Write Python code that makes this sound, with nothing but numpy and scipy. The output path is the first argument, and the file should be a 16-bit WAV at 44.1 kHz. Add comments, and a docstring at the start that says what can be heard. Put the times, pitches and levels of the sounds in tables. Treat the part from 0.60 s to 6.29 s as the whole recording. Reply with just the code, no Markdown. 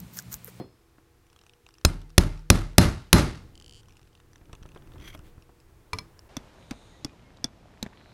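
"""Five hammer blows drive a steel punch into a part in a bench vise: each is a burst of shaped noise
for the crack, dying sines for thump, bench and punch, and dying noise and contacts for the rattle.
Metal ticks and a small part's bounces are short struck resonances; dull knocks and lever clinks are
modes with contact noise. The punch scrapes, hands rumble, rustle and brush as noise on level curves;
a piece of steel set down earlier still rings at the start, over air noise and a wavering hum."""
import sys
import numpy as np
from scipy import signal
from scipy.fft import rfft, irfft
from scipy.io import wavfile
from scipy.ndimage import uniform_filter1d

SR = 44100
rng = np.random.default_rng(int(sys.argv[2]) if len(sys.argv) > 2 else 0)


def persist_wave(psi):
    """Save psi, clipped to +-1, as 16-bit WAV."""
    counts = np.round(np.clip(psi, -1, 1) * 32767).astype(np.int16)
    wavfile.write(sys.argv[1], SR, np.atleast_2d(counts).T)


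N = 250929

# Noise of steel on steel. Each row: frequency in hertz, relative density in dB per hertz.
CRACK_SPECTRUM = [(290, -25), (500, -2), (1160, -2.5), (2730, -4.5), (3750, -4.5), (5090, -3.5),
                  (6330, -5.5), (7980, -13), (10100, -7), (16000, -21)]
# Noise of rattling loose parts. Each row: frequency in hertz, relative density in dB per hertz.
RATTLE_SPECTRUM = [(240, -34.5), (400, 0), (520, -6), (598, 1), (709, -12.5), (1160, -4.5), (3090, -16),
                   (4550, -16), (8190, -23), (11300, -21.5), (16200, -39.5)]
# Two low bench modes, before each source's own scaling.
# Each row: frequency in hertz, relative level in dB, 60 dB decay time in seconds.
THUMP_MODES = [(68.93, -7, 0.089), (81.5, 3, 0.089)]
USUAL_RATTLE_DB = -33  # reference for all layers that follow the rattle


def amp(db):
    """Level to amplitude ratio: 20 dB is a factor of ten."""
    return 10 ** (np.asarray(db) / 20)


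def evened(x):
    """Normalization to unit root mean square."""
    return x / np.sqrt(np.mean(x ** 2) + 1e-20)


def read(points, hz):
    """Interpolation of a curve on a logarithmic frequency axis."""
    f, value = np.transpose(points)
    return np.interp(np.log(hz + 1), np.log(f + 1), value)


def add(mix, s, sound):
    """Superposition: adds a sound to the mix from s seconds on."""
    part = mix[max(round(s * SR), 0):][:len(sound)]
    part += sound[:len(part)]


def noise(spectrum, size):
    """Spectral shaping of white noise, brought to rms 1."""
    hz = np.fft.rfftfreq(size, 1 / SR)
    white = rfft(rng.standard_normal(size))
    return evened(irfft(white * amp(read(spectrum, hz)), size))


def ring(modes, t, longer=1, phase=0):
    """Modal superposition: each mode is a sine that dies exponentially."""
    return sum(amp(db - 60 * t / (t60 * longer)) * np.sin(2 * np.pi * hz * t + phase)
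               for hz, db, t60 in modes)


def band(x, lo_hz, hi_hz):
    """Band-pass filtering by a Butterworth resonator."""
    return signal.sosfilt(signal.butter(2, [lo_hz, hi_hz], "band", fs=SR, output="sos"), x)


def dying(x):
    """Frequency-dependent damping: every frequency dies at its own speed."""
    # Each row: frequency in hertz, 60 dB decay time in seconds.
    decay_times = [(50, 0.52), (200, 0.37), (1000, .45), (4000, 0.53), (9000, 0.44), (15000, .25)]
    hz, t, z = signal.stft(x, SR, nperseg=512)
    z = z * amp(-60 * t / read(decay_times, hz)[:, None])
    return signal.istft(z, SR, nperseg=512)[1][:len(x)]


def played(rows, column, spectrum):
    """Amplitude modulation: noise follows one level column of a curve, fading at the ends."""
    s, db = np.transpose(rows)[[0, column]]
    size = round((s[-1] - s[0]) * SR)
    gain = amp(np.interp(s[0] + np.arange(size) / SR, s, db))
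    return s[0], gain * noise(spectrum, size) * signal.windows.tukey(size, 900 / size)


def with_rattle(rule, more_db):
    """Level dependence: gain of a layer that follows the rattle."""
    usual_db, gained_per_db = rule
    return amp(usual_db + gained_per_db * more_db)


def blow(crack_db, thump_db, vise_db, sway_db, rattle_db, rebound_s):
    """Impact excitation: a crack of steel, bench and vise modes, and a rattle that swells at the rebound."""
    # Rules of layers: level in dB at the usual rattle, dB gained per dB more rattle.
    treble_rule, shaking_rule, chatter_rule = (0.54, 0.2), (-19, 0.92), (-42, .8)
    lingering_rule = (-54, 1.2)
    lean_rule = (-4.5, .5)  # raises the upper thump mode, divides the lower
    # Modes of vise, swaying bench and bench ring.
    # Each row: frequency in hertz, relative level in dB, 60 dB decay time in seconds.
    vise_modes, sway_modes, bench_ring = [(180.1, -1, 0.12), (289, -2.5, .06), (351, -1.5, .06),
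                                          (562, -13, 0.08)], [(37.8, -1.5, 0.64), (95, -12.5, 0.56)], [(154.5, 0.025, 1)]
    t, more_db = np.arange(SR) / SR, rattle_db - USUAL_RATTLE_DB

    burst = noise(CRACK_SPECTRUM, len(t))
    burst += (with_rattle(treble_rule, more_db) - 1) * band(burst, 4800, 16000)
    burst = band(burst, 200, 12500)
    crack_s = 0.0037 * np.exp(-0.0183 * more_db)  # shorter as the rattle grows
    crack_shape = np.exp(-(t / crack_s) ** 2) + .2 * np.exp(-t / .0025)
    crack = burst * (1 - np.exp(-t / .0003)) * crack_shape

    lean = with_rattle(lean_rule, more_db)
    thump = ring(THUMP_MODES[:1], t, phase=-0.93) / lean
    thump += ring(THUMP_MODES[1:], t, phase=-1.8) * lean
    bench = amp(thump_db) * thump
    bench += amp(vise_db) * ring(vise_modes, t, phase=-3.5)  # moves away first
    bench += amp(sway_db) * (ring(sway_modes, t) + amp(-18) * ring(bench_ring, t))

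    from_rebound = np.abs(t - rebound_s)
    swell = 1 + amp(-0.1) * np.exp(-from_rebound / np.where(t < rebound_s, .008, .04))
    swell += 1.1 * (t > rebound_s) * np.exp(-from_rebound / .004)  # the hammer lands again
    # many small contacts make the rattle grainy
    grain = amp(2.0 * evened(uniform_filter1d(rng.standard_normal(len(t)), size=120)))
    rattle = amp(rattle_db) * dying(noise(RATTLE_SPECTRUM, len(t)) * grain)
    rattle += with_rattle(chatter_rule, more_db) * chatter(t)
    rattle += with_rattle(lingering_rule, more_db) * linger(t)

    body = bench * (1 - np.exp(-t / 0.001)) + swell * rattle
    body += with_rattle(shaking_rule, more_db) * shake(t)
    return amp(crack_db) * crack + body + punch(t, more_db, rebound_s)


def punch(t, more_db, rebound_s):
    """Contact damping: the punch rings until the rebounding hammer touches it again."""
    # Each row: frequency in hertz, level in dB and 60 dB decay time in seconds at the usual rattle,
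    # dB gained per dB more rattle, seconds of decay gained per dB above the usual.
    punch_modes = [(4115, -27, .065, -.15, .03), (5195, -29, .065, -.6, .03), (11040, -38, .11, 1.3, 0),
                   (7340, -75, .055, -5, 0), (8675, -80, .25, -4.5, 0)]
    modes = [(hz, db + rise * more_db, t60 + longer * max(more_db, 0))
             for hz, db, t60, rise, longer in punch_modes]
    return ring(modes, t) * amp(-600 * np.maximum(t - .92 * rebound_s, 0))


def chatter(t):
    """Random impulse excitation: sparse small contacts ring the loose parts, and the whole dies away."""
    # Each row: frequency in hertz, relative level in dB, 60 dB decay time in seconds.
    loose_modes = [(900, -5.5, .15), (1280, 1.5, 0.034), (1393, 2, 0.074), (2085, -1, 0.08),
                   (2820, -3.5, 0.027), (4000, -7.5, 0.019), (6100, -8.5, .015)]
    contacts = rng.random(len(t)) < 900 / SR  # 900 per second on average
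    hits = amp(2.8 * np.minimum(rng.exponential(1, len(t)), 4)) * contacts
    which = rng.integers(0, len(loose_modes), len(t))
    rung = sum(signal.oaconvolve(hits * (which == k), ring([mode], t[:6000]))[:len(t)]
               for k, mode in enumerate(loose_modes))
    return evened(rung) * amp(-60 * t / .5)


def linger(t):
    """Resonance under noise excitation: the rattle keeps narrow bands of punch and vise going."""
    # Each row: frequency and width in hertz, relative level in dB, 60 dB decay time in seconds.
    kept_bands = [(6350, 600, -3, .42), (11040, 250, -5, .3)]
    rough = rng.standard_normal(len(t))
    return sum(evened(band(rough, hz - w / 2, hz + w / 2)) * amp(db - 60 * t / t60)
               for hz, w, db, t60 in kept_bands)


def shake(t):
    """Damped random vibration: the bench top wobbles in lumpy low noise."""
    # Each row: frequency in hertz, relative density in dB per hertz.
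    shake_spectrum = [(15, -29.5), (25, -9), (75, 0), (140, -1), (227, -6.5), (330, -6.5), (517, -27.5),
                      (900, -20.5), (1170, -52), (1980, -120)]
    return dying(noise(shake_spectrum, len(t))) * (1 - np.exp(-t / .006))


def bounces():
    """Repeated impact: each bounce rings the same short modes; the gaps shrink towards a shortest one."""
    # Modes of the small part, before the scaling of pitch and decay below.
    # Each row: frequency in hertz, relative level in dB, 60 dB decay time in seconds.
    part_modes = [(3070, 0, .01), (4680, -1, .008), (5100, -3, .007), (5650, -7, .006), (6970, -7, .009),
                  (7600, -7, .009), (8800, -11, .009), (9450, -10, .008), (11500, -13, .003)]
    # Starts of the slow hops in seconds.
    slow = [2.9541, 2.9767, 2.9996, 3.0231, 3.044, 3.062, 3.08, 3.095, 3.11, 3.124]
    first_gap_s, last_gap_s, gap_kept = .0115, .0042, .72
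    out, t, k = np.zeros(N), np.arange(600) / SR, np.arange(14)
    quick = slow[-1] + np.cumsum(last_gap_s + (first_gap_s - last_gap_s) * gap_kept ** k)
    fades_db = [0] * len(slow) + [*(-0.83 * (k + 1))]  # only the quick hops get fainter
    for s, db in zip([*slow, *quick], fades_db):
        hop = ring(part_modes, t * rng.uniform(.99, 1.01), .85) * (1 - np.exp(-t / .0005))
        add(out, s, amp(-39 + db + rng.normal(0, .8)) * hop)
    return out


def tick(db, treble_db):
    """Struck resonance: a dry snap and a smaller second contact excite bands that vary every time."""
    # Each row: frequency and half-width in hertz, relative level in dB, before the random spread.
    resonances = [(1320, 620, -2), (2780, 360, 0.5), (3420, 250, -6.5), (5120, 450, 0.5), (5700, 430, 0.5),
                  (7150, 400, -7.5)]
    treble_from_hz = 4500
    t = np.arange(900) / SR
    again = t - rng.uniform(.002, .006)
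    shape = np.exp(-t / 0.0016)
    shape += rng.uniform(0, 0.34) * (again > 0) * np.exp(-abs(again) / 0.00087)
    spit = .2 * rng.standard_normal(len(t)) * shape + (t == 0)  # noise and one impulse
    chance = rng.standard_normal((len(resonances), 2))
    low, high = band(spit, 1100, treble_from_hz), band(spit, treble_from_hz, 9400)
    for (hz, w, top_db), (a, b) in zip(resonances, chance):
        lo_hz, hi_hz = hz * (1 + 0.042 * b) - w, hz * (1 + 0.057 * b) + w
        rung = amp(top_db + 3.8 * a) * np.sqrt(4000 / w) * band(spit, lo_hz, hi_hz)
        if hz > treble_from_hz:
            high = high + rung
        else:
            low = low + rung
    return amp(db) * (low / abs(low).max() + amp(treble_db) * high / abs(high).max())


def knock(db, hz, bass_db):
    """Heavily damped impact: a dull tap and a push of the bench."""
    t = np.arange(4000) / SR
    contact = band(rng.standard_normal(len(t)), 136, 1100) * 3.33 * np.exp(-t / 0.01)
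    tap = ring([(hz, 0, .04), (1300, -6, .03)], t) + contact
    return amp(db) * tap - amp(bass_db) * ring(THUMP_MODES, t, 0.28)


def clink(low_db, high_db, longer, thump_db, shake_db):
    """Modal ringing of a struck bar: the lever's modes, a spit of contact noise, a thump and a shake."""
    # Modes of the lever, decay before the factor "longer".
    # Each row: frequency in hertz, relative level in dB, 60 dB decay time in seconds.
    low_modes, high_modes = [(437, -8, 0.37), (990, 4.5, 0.11), (1080, 1.5, 0.1), (1200, -6.5, 0.25),
                             (2016, -6.5, 0.14), (2340, 5, 0.084)], [(2304, -15, .2), (3380, -16, .1), (4200, 3, .035),
                                                (4230, -24, .25), (5190, -3, .06), (5230, -17, .22),
                                                (6013, -8, .03), (11190, -13, .06)]
    t = np.arange(round(.5 * SR)) / SR
    modes = amp(low_db) * ring(low_modes, t, longer) + amp(high_db) * ring(high_modes, t, longer)
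    contact = band(noise(CRACK_SPECTRUM, len(t)), 596, 9300) * np.exp(-t / 0.003)
    spit = (amp(low_db) + amp(high_db)) * 0.68 * contact
    tail = amp(shake_db) * (shake(t) + 0.28 * dying(noise(RATTLE_SPECTRUM, len(t))))
    return (modes + spit) * (1 - np.exp(-t / 0.00049)) + amp(thump_db) * ring(THUMP_MODES, t) + tail


def scrape():
    """Friction excitation: uneven gritty slips rub the punch's resonances, with a high hiss."""
    # The punch is dragged clear. Each row: time in seconds, ringing and hiss levels in dB before the grit.
    drag = [(4.39, -65, -94), (4.43, -53, -76), (4.49, -47, -60), (4.505, -49, -67), (4.515, -62, -72),
            (4.53, -55, -76), (4.553, -50.5, -55), (4.562, -72, -74)]
    # Each row: frequency and width in hertz, relative level in dB.
    resonances = [(1250, 300, -14), (1900, 200, -8), (2180, 120, -2), (3270, 70, 2), (4400, 1000, -22),
                  (6050, 90, -8)]
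    hz = np.geomspace(500, 9000, 300)
    tops = sum(amp(db) / np.hypot(1, 2 * (hz - f) / w) for f, w, db in resonances)
    s, rub = played(drag, column=1, spectrum=np.transpose([hz, 20 * np.log10(tops)]))
    hiss_spectrum = [(3000, -30), (5000, -15), (9000, 4), (12000, 11.5), (15000, -16)]
    hiss = played(drag, column=2, spectrum=hiss_spectrum)[1]
    slips, grit = (evened(uniform_filter1d(rng.standard_normal(len(rub)), size=size))
                   for size in (300, 40))
    return s, amp(3 * slips + grit - 1) * rub + amp(2.5 * grit - 1) * hiss


def handling(rows):
    """Broadband friction and structure-borne noise: shifting hands rustle and rumble on the bench."""
    # Each row: frequency in hertz, relative density in dB per hertz.
    rumble_spectrum, rustle_spectrum = [(12, -13), (20, 9), (38, -1.5), (115, -3), (254, -16), (308, -9.5),
                                        (450, -21), (580, -23), (990, -120)], [(200, -34), (400, 0.5), (900, -1.5), (1800, -7.5),
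                                                        (4000, -20.5)]
    s, rumble = played(rows, column=1, spectrum=rumble_spectrum)
    rustle = played(rows, column=2, spectrum=rustle_spectrum)[1]
    return s, rumble + rustle


def brush():
    """Soft friction: a brush of the hand is mid-band noise that rises and falls."""
    # Each row: time in seconds, level in dB.
    stroke = [(4.63, -69), (4.67, -62), (4.72, -73)]
    return played(stroke, column=1, spectrum=[(500, -14.5), (1000, -2), (3500, -5), (5500, -14.5)])


def set_down():
    """Free decay: steel set down just before the start leaves the last of a thud and its ringing."""
    # Each row: frequency in hertz, level in dB, 60 dB decay time in seconds.
    steel_modes = [(375.6, -41, 0.25), (504, -41, 0.093), (718, -35, 0.076), (867, -53, 0.11),
                   (3410, -62.5, 0.27), (4237, -54.5, 0.27), (4974, -65, .35), (5200, -69.5, 1),
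                   (10280, -71, .2)]
    # Each row: frequency in hertz, relative density in dB per hertz.
    thud_spectrum = [(40, -21), (110, 5.5), (320, 2.5), (700, -9), (1500, -20.5), (3000, -29), (6000, -46)]
    t = np.arange(SR) / SR
    two_decays = amp(-39 - 60 * t / 0.13) + amp(-43.5 - 60 * t / 0.38)
    return noise(thud_spectrum, SR) * two_decays + ring(steel_modes, t)


def workshop():
    """Stationary background: shaped air noise and steady tones with randomly wavering amplitude."""
    # Each row: frequency in hertz, relative density in dB per hertz.
    air_spectrum = [(12, -29), (20, -4), (86, -4), (193, -20), (412, -14.5), (474, -21.5), (645, -32.5),
                    (1070, -25.5), (1410, -26), (1540, -27), (2770, -31), (13700, -38.5), (16200, -44)]
    # Mains-driven gear. Each row: frequency in hertz, peak amplitude in dB before the wavering.
    hum_tones = [(123.8, -74.5), (333.8, -72.5), (479.1, -73.5), (721.4, -82), (839.8, -81.5),
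                 (1077, -85.5)]
    t = np.arange(N) / SR
    hum = np.zeros(N)
    for hz, db in hum_tones:
        waver_db = 3.9 * evened(uniform_filter1d(rng.standard_normal(N), size=5000))
        hum += amp(db + waver_db) * np.sin(2 * np.pi * (hz * t + rng.random()))
    return amp(-62) * noise(air_spectrum, N) + hum


def scene():
    """Linear superposition of all sources at their times."""
    # Each row: start in seconds, levels of crack, deep thump, vise knock, bench sway and rattle in dB,
    # rebound delay in seconds.
    blows = [(1.2494, -9.5, -10, -18.5, -22, -42.5, 0.038), (1.5798, -6.5, -5.5, -11, -16.5, -35.5, 0.032),
             (1.9012, -4, -6, -12.5, -17, -32, 0.054), (2.1814, -2, -9.5, -5, -26, -25.5, .044),
             (2.5293, -2.5, -17.5, -9, -25, -23, .054)]
    # Metal ticks. Each row: start in seconds, level in dB, relative treble level in dB.
    ticks = [(0.6672, -58.5, 1), (0.7003, -53.5, -1), (0.7294, -49, -2), (0.7623, -46.5, -6),
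             (0.7903, -46.5, -5), (0.8136, -48, -6), (0.837, -48, -5), (0.8654, -45, -2.5),
             (0.8952, -44, -7), (0.9353, -47.5, -6), (1.065, -40, -8.5), (1.0891, -43, -3),
             (1.1074, -53, -5), (1.1405, -50, 3.5), (1.152, -54, -8), (1.1839, -45, -1), (1.213, -46.5, -5),
             (1.4167, -44.5, -5), (1.4954, -54.5, 1), (1.503, -45, -5), (1.776, -51, 1),
             (1.7934, -47.5, -2), (2.1321, -52, -5), (3.0124, -47, -2), (3.2322, -50.5, -5),
             (3.257, -55, -5), (3.2849, -46, -5), (3.2944, -52, -5), (3.307, -51, -3), (3.3233, -50.5, 0),
             (3.3354, -56, -5), (3.355, -54, -5), (3.3688, -47, -3), (3.3774, -58, -1), (3.394, -49, -4),
             (3.4151, -53.5, -1), (3.4296, -52, -1), (3.4535, -59, -5), (3.474, -53.5, -4), (3.53, -54, -7),
             (3.5519, -43, -8.5), (3.5753, -54, -9), (3.601, -48, -7), (3.7327, -47, -2),
             (3.7578, -44.5, -5), (3.7804, -59, 3.5), (3.8555, -53, -5), (3.93, -37, -2.5),
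             (3.9514, -42.5, -3), (4.0278, -45, -5), (4.0323, -44, -4), (4.0608, -46, -5),
             (4.0899, -47.5, -4), (4.118, -47.5, -9), (4.1484, -46, -7.5), (4.1746, -47, -9),
             (4.2225, -48.5, -10), (4.2736, -47, -8), (4.3197, -44.5, -10), (4.336, -48, -10),
             (4.3488, -55, -5), (4.382, -46.5, -9), (4.401, -46, -6), (4.4119, -45, -5), (4.548, -50, -5),
             (4.5757, -50, -2), (4.5915, -48, 1), (4.8233, -49, -4), (5.0012, -56.5, 4), (5.3464, -41, -5),
             (5.5922, -42, 6)]
    # Hand and tool on the vise. Each row: start in seconds, level in dB, pitch in hertz, bass level in dB.
    knocks = [(0.383, -50, 320, -72), (3.813, -52, 330, -42), (3.895, -52.5, 343, -38.5),
              (3.931, -40.5, 292, -34.5), (4.018, -61, 466, -35), (4.054, -46.5, 360, -39),
              (4.16, -40, 346, -72), (4.357, -46, 316, -60), (4.548, -42.5, 630, -35.5),
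              (4.593, -54, 1450, -34), (4.779, -54.5, 301, -37.5), (4.892, -53.5, 723, -45)]
    # Vise lever. Each row: start in seconds, low-mode and high-mode levels in dB,
    # ring length as a factor, thump and shake levels in dB.
    clinks = [(5.3319, -28.5, -28.5, 0.44, -30.5, -39), (5.386, -42, -28, 0.53, -40.5, -52.5)]
    # Hands on the bench, one curve per spell. Each row: time in seconds, rumble and rustle levels in dB.
    spells = [
        [(0.1, -79, -75), (0.97, -91, -76), (1.24, -76, -81)],
        [(2.8, -49.5, -68.5), (3.51, -60.5, -75.5), (4.43, -45, -61.5), (4.89, -60.5, -70.5),
         (5.69, -57, -63.5)],
    ]
    mix = workshop() + bounces()
    add(mix, 0, set_down())
    for source, table in (blow, blows), (tick, ticks), (knock, knocks), (clink, clinks):
        for s, *row in table:
            add(mix, s, source(*row))
    for rows in spells:
        add(mix, *handling(rows))
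    add(mix, *scrape())
    add(mix, *brush())
    return mix[None]


def record(dry):
    """Input-stage limits: high-pass coupling blocks the lowest bass, peaks clip, then the band is limited."""
    coupled = signal.sosfilt(signal.butter(2, 18, "high", fs=SR, output="sos"), dry)
    clipped = np.clip(coupled, -.98, .98)
    low_pass = signal.firwin(255, 16200, window=("kaiser", 6), fs=SR)
    return signal.oaconvolve(clipped, low_pass[None], "same")


dry = scene()
out = record(dry)
persist_wave(out)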